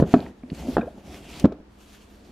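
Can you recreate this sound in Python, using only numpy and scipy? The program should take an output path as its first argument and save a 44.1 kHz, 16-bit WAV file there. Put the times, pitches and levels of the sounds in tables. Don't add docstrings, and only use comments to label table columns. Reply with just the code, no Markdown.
import sys
import numpy as np
from scipy import signal
from scipy.fft import rfft, irfft
from scipy.io import wavfile

SR = 44100
rng = np.random.default_rng(int(sys.argv[2]) if len(sys.argv) > 2 else 0)


def transcribe(u):
    v = np.clip(np.atleast_2d(u).T, -1, 1)
    q = np.round(v * 32767).astype(np.int16)
    wavfile.write(sys.argv[1], SR, q)


N = 102135


def amp(db):
    return 10 ** (np.asarray(db) / 20)


def unit(x):
    return x / np.sqrt(np.mean(x ** 2) + 1e-20)


def at_hz(points, hz):
    f, value = np.transpose(points)
    return np.interp(np.log(hz + 1), np.log(f + 1), value)


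def level(points):
    times, db = np.transpose(points)
    return amp(np.interp(np.arange(N) / SR, times, db))


def add(mix, start_s, sound):
    part = mix[..., max(round(start_s * SR), 0):][..., :sound.shape[-1]]
    part += sound[..., :part.shape[-1]]


def colour(x, points):
    n = x.shape[-1]
    gain = amp(at_hz(points, np.fft.rfftfreq(n, 1 / SR)))
    return unit(irfft(rfft(x) * gain, n))


def spread(pair, diffuse=False):
    # f/Hz, likeness (0 to 1)
    near_likeness = [(400, 0.99), (2000, 0.89), (4500, 0.8), (10000, 0.29), (15000, 0.41)]
    diffuse_hz = 427
    n = pair.shape[-1]
    hz = np.fft.rfftfreq(n, 1 / SR)
    if diffuse:
        same = 1 / (1 + (hz / diffuse_hz) ** 3)
    else:
        same = at_hz(near_likeness, hz)
    mid, side = rfft(pair) * np.sqrt([(1 + same) / 2, (1 - same) / 2])
    return irfft(np.array([mid + side, mid - side]), n)


def wander(rate_hz):
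    hz = np.fft.rfftfreq(N, 1 / SR)
    noise = rfft(rng.standard_normal(N))
    return unit(irfft(noise / (1 + (hz / rate_hz) ** 4), N))


def stack_rumble():
    # t/s, level/dB
    pressure = [(0, -16), (.035, -38.5), (.08, -33.5), (.1, -41.5), (.21, -39.5), (.28, -42.5), (.34, -57),
                (.42, -67), (.5, -45.5), (.56, -46.5), (.64, -37.5), (.69, -33.5), (.76, -42), (.83, -38),
                (.92, -54), (.98, -44), (1.03, -55), (1.07, -44.5), (1.19, -45.5), (1.28, -50.5),
                (1.39, -44), (1.47, -35.5), (1.5, -56), (1.54, -43), (1.57, -61), (1.61, -46.5),
                (1.65, -94), (2.1, -59), (2.32, -52.5)]
    # f/Hz, level per Hz/dB
    rumble_spectrum = [(25, -57), (60, 11.5), (110, -7), (190, 3.5), (290, 3), (450, -5.5), (700, -7),
                       (1100, -24.5), (5000, -52)]
    rumble_db, flutter_db = 2.5, 2
    noise = colour(spread(rng.standard_normal((2, N))), rumble_spectrum)
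    return noise * level(pressure) * amp(rumble_db + flutter_db * wander(rate_hz=160))


def patchy(x):
    patch_db, patch_rate_hz = 1.9, 9.2
    z, hz = rfft(x), np.fft.rfftfreq(N, 1 / SR)
    centres = np.geomspace(700, 15000, 16)
    out = np.zeros((2, N))
    for peak in np.eye(len(centres)):
        band = irfft(z * np.interp(hz, centres, peak), N)
        out += band * amp(patch_db * wander(patch_rate_hz))
    return out


def through_gap(x):
    # f/Hz, boost/dB
    gap_modes = [(1560, 1), (2550, 1), (3400, 2), (4470, 5.5)]
    gap_width_hz = 38
    treble_hz, brighten_db_per_s = 3000, 3
    hz = np.fft.rfftfreq(N, 1 / SR)
    boost_db = sum(db / (1 + ((hz - f) / gap_width_hz) ** 2) for f, db in gap_modes)
    z = rfft(x) * amp(boost_db)
    low = 1 / (1 + (hz / treble_hz) ** 2)
    bass, treble = irfft(z * low, N), irfft(z * (1 - low), N)
    return bass + treble * amp(brighten_db_per_s * (np.arange(N) / SR - 2))


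def cover_hiss():
    # t/s, level/dB
    speed = [(0, -41), (.045, -66.5), (.08, -48.5), (.125, -41.5), (.15, -51.5), (.23, -49), (.28, -54.5),
             (.33, -74), (.52, -64), (.55, -47), (.69, -47), (.75, -43), (.78, -55), (.85, -62),
             (1.02, -62), (1.07, -52), (1.28, -51), (1.385, -45.5), (1.42, -49.5), (1.455, -58),
             (1.48, -102), (1.73, -69.5), (1.81, -56.5), (1.87, -61), (1.94, -54), (2.01, -57.5),
             (2.06, -62), (2.32, -64.5)]
    # f/Hz, level per Hz/dB
    hiss_spectrum = [(200, -29), (700, 12.5), (1700, 7.5), (2800, 10.5), (4500, 7), (7000, 5), (9500, 0.5),
                     (12500, 0), (15500, -13)]
    grains_per_s, grain_spread_db = 1200, 2.5
    grain_share, flutter_db = 0.32, 1.7
    strength = amp(grain_spread_db * np.minimum(rng.exponential(1, (2, N)), 5))
    grains = strength * rng.choice([-1, 1], (2, N))
    grains = grains * (rng.random((2, N)) < grains_per_s / SR)
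    noise = rng.standard_normal((2, N))
    slips = np.sqrt(grain_share) * unit(grains) + np.sqrt(1 - grain_share) * noise
    friction = patchy(colour(spread(slips), hiss_spectrum))
    return through_gap(friction) * level(speed) * amp(flutter_db * wander(rate_hz=15))


def background():
    # f/Hz, level per Hz/dB
    air_spectrum = [(15, -46), (25, -13), (49, -2.5), (167, -14.5), (293, -8.5), (588, -18.5), (856, -20),
                    (1960, -28), (5140, -38.5), (10000, -49), (15000, -56)]
    # f/Hz, rms level/dB
    hum_tones = [(58, -58.5), (207, -59.5), (358, -84)]
    air_db = -53.5
    hum = np.zeros(N)
    for hz, db in hum_tones:
        phase = 2 * np.pi * np.cumsum(hz + 3 * wander(rate_hz=11.0)) / SR
        hum += amp(db) * np.sqrt(2) * np.sin(phase)
    air = colour(spread(rng.standard_normal((2, N)), diffuse=True), air_spectrum)
    return hum + amp(air_db) * air


def burst(t, gain, decay):
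    envelope = np.exp(-t / decay)
    z = rfft(spread(rng.standard_normal((2, len(t)))) * envelope)
    snaps = irfft(z / (abs(z) + 1e-20) * gain, len(t))
    snaps = snaps * np.exp(-(t / (10 * decay)) ** 2)
    return unit(snaps) * np.sqrt(np.mean(envelope ** 2))


def ring(t, modes, scale=1):
    return sum(amp(db - 60 * t / t60) * np.sin(2 * np.pi * f * scale * t) for f, db, t60 in modes)


def knocks():
    # t/s, level/dB, thud f/Hz, thud rise/s, thud decay/s,
    # clack level relative to the thud/dB, cover board f/Hz
    knock_list = [(0.0158, -7, 165.7, 0.0049, 0.018, -68, 452), (0.0239, 10, 298, 0.0017, 0.0015, -25, 430),
                  (0.0371, -10.5, 174, 0.00049, 0.013, -11.5, 388),
                  (0.139, 7, 270, 0.0013, 0.005, -8.5, 675), (0.1625, -4.5, 247, 0.0022, 0.0054, -21, 680),
                  (0.193, -17, 308, 0.00082, 0.0029, -7, 630), (0.263, -40, 400, 0.0012, 0.0018, 4, 925),
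                  (0.4359, -28.5, 251, 0.00028, 0.013, -13.5, 577),
                  (0.5179, -1, 197, 0.0031, 0.0021, -54, 415),
                  (0.529, -10.5, 188, 0.0013, 0.0023, -59, 417),
                  (0.681, -6.5, 264, 0.0083, 0.009, -42, 500),
                  (0.7680, 0.5, 483, 0.00051, 0.0015, -13, 802),
                  (0.7795, -1.5, 323, 0.0026, 0.0033, -13, 715),
                  (0.791, -8.5, 230, 0.0042, 0.0065, -11, 696),
                  (0.829, -21.5, 493, 0.0029, 0.0086, -8.5, 568),
                  (1.4411, 13, 189.5, 0.0036, 0.0031, -39, 568),
                  (1.4448, -6, 185, 0.0033, 0.0061, -5.5, 544),
                  (1.4530, 7.5, 267, 0.0018, 0.0033, -20.5, 619),
                  (1.521, -16, 430, 0.0031, 0.0039, -12.5, 598)]
    # multiple of its f, level/dB, t60/s
    board_modes = [(1, 10, 0.026), (1.92, -8, 0.03), (2.08, -18, 0.059), (2.44, -14, 0.025),
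                   (3.37, -28, 0.0236), (3.74, -22, 0.041), (5.0, -31.5, 0.02)]
    # f/Hz, level/dB, t60/s
    shelf_modes = [(137.5, -20.5, 0.22), (193.3, -7, 0.23), (326, -7.5, 0.083), (394.6, 1.5, 0.061),
                   (1019, -14.5, 0.038)]
    # f/Hz, level per Hz/dB
    crunch_spectrum = [(100, -53), (400, 14.5), (800, 0), (1500, 1), (2100, -17.5), (3500, -18.5),
                       (6000, -37), (15000, -61.5)]
    board_db, shelf_db, crunch_db = -7, -6, -7
    crunch_decay_s, clack_rise_s = 0.0046, 0.0011
    out, t = np.zeros((2, N)), np.arange(SR // 3) / SR
    crunch_gain = amp(at_hz(crunch_spectrum, np.fft.rfftfreq(len(t), 1 / SR)))
    shelf = ring(t, shelf_modes)
    for start_s, db, hz, rise, decay, clack_db, board_hz in knock_list:
        envelope = (1 - np.exp(-(t / rise) ** 2)) * np.exp(-t / decay)
        thud = envelope * np.sin(2 * np.pi * hz * t)
        board = ring(t, board_modes, board_hz)
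        crunch = burst(t, crunch_gain, crunch_decay_s)
        clack = amp(board_db) * board + amp(shelf_db) * shelf + amp(crunch_db) * crunch
        clack = clack * (1 - np.exp(-t / clack_rise_s))
        add(out, start_s, amp(db) * (thud + amp(clack_db) * clack))
    return out


def ticks():
    # t/s, level/dB, centre f/Hz, width/octaves, decay/s
    tick_list = [(0.2046, -33, 3600, 0.35, 0.00088), (0.2621, -40.5, 1880, 0.25, 0.0051),
                 (0.4324, -47.5, 2030, 0.25, 0.0018), (0.5009, -32.5, 2870, 0.42, 0.0019),
                 (0.768, -22, 1530, 0.14, 0.0024), (0.8102, -33, 1550, 0.088, 0.0067),
                 (0.811, -37, 2450, 0.066, 0.0038), (0.811, -50.5, 3680, 0.045, .005),
                 (1.397, -33, 4000, 0.98, 0.0053), (1.442, -40.5, 3000, 0.38, 0.0062),
                 (1.453, -37, 2400, 0.98, 0.0038), (1.522, -49.5, 2940, 0.77, 0.0038)]
    out, t = np.zeros((2, N)), np.arange(SR // 2) / SR
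    f = np.fft.rfftfreq(len(t), 1 / SR) + 1
    for start_s, db, hz, octaves, decay in tick_list:
        band = np.exp(-.5 * (np.log2(f / hz) / octaves) ** 2)
        onset = 1 - np.exp(-(t * hz) ** 2)
        add(out, start_s, amp(db) * burst(t, band, decay) * onset)
    return out


def squeak():
    start_s, length_s = .868, .022
    from_hz, to_hz, squeak_db, jitter = 310, 714, -28, 0.051
    out, u = np.zeros(N), np.arange(0, 1, 1 / (length_s * SR))
    glide_hz = from_hz + (to_hz - from_hz) * np.sin(np.pi * u / 2)
    hz = glide_hz * (1 + jitter * wander(from_hz)[:len(u)])
    chirp = np.sin(2 * np.pi * np.cumsum(hz) / SR)
    add(out, start_s, amp(squeak_db) * np.sin(np.pi * u) * chirp)
    return out


def weave():
    # t/s, level/dB
    rasp_level = [(1.0, -115), (1.12, -88), (1.25, -57), (1.33, -51), (1.37, -54.5), (1.5, -100)]
    middle_hz, sag_hz, sag_at_s, sag_time_s = 2740, 220.3, 1.29, 0.0407
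    width_hz, flutter_db = 950, 1
    hz = middle_hz - sag_hz * np.tanh((np.arange(N) / SR - sag_at_s) / sag_time_s)
    turn = 2 * np.pi * np.cumsum(hz) / SR
    rasp = wander(width_hz / 2) * np.cos(turn) + wander(width_hz / 2) * np.sin(turn)
    return level(rasp_level) * rasp * amp(flutter_db * wander(rate_hz=76))


def room(x):
    # f/Hz, t60/s
    room_decay = [(100, 0.17), (300, 0.3), (700, 0.32), (2000, 0.39), (8000, 0.15)]
    room_db, side_db, rise_s = -15.5, -19.5, 0.0061
    count = SR // 2
    t = np.arange(count) / SR
    hz, times, z = signal.stft(rng.standard_normal((2, count)), SR, nperseg=256)
    decay = amp(-60 * times / at_hz(room_decay, hz)[:, None])
    tail = signal.istft(z * decay, SR, nperseg=256)[1][:, :count]
    mid, side = amp(room_db) * unit(tail * np.minimum(t / rise_s, 1)) / np.sqrt(count)
    response = spread(np.array([mid, amp(side_db) * side]), diffuse=True)
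    return signal.fftconvolve(x, response, axes=1)[:, :N]


def scene():
    book = stack_rumble() + cover_hiss() + knocks() + ticks() + squeak() + weave()
    return book + room(book) + background()


def record(dry):
    ceiling, edge_hz = 1, 15700
    clipped = dry / (1 + (dry / ceiling) ** 8) ** (1 / 8)
    lowpass = signal.firwin(255, edge_hz, window=("kaiser", 9), fs=SR)
    return signal.oaconvolve(clipped, lowpass[None], "same")


dry = scene()
out = record(dry)
transcribe(out)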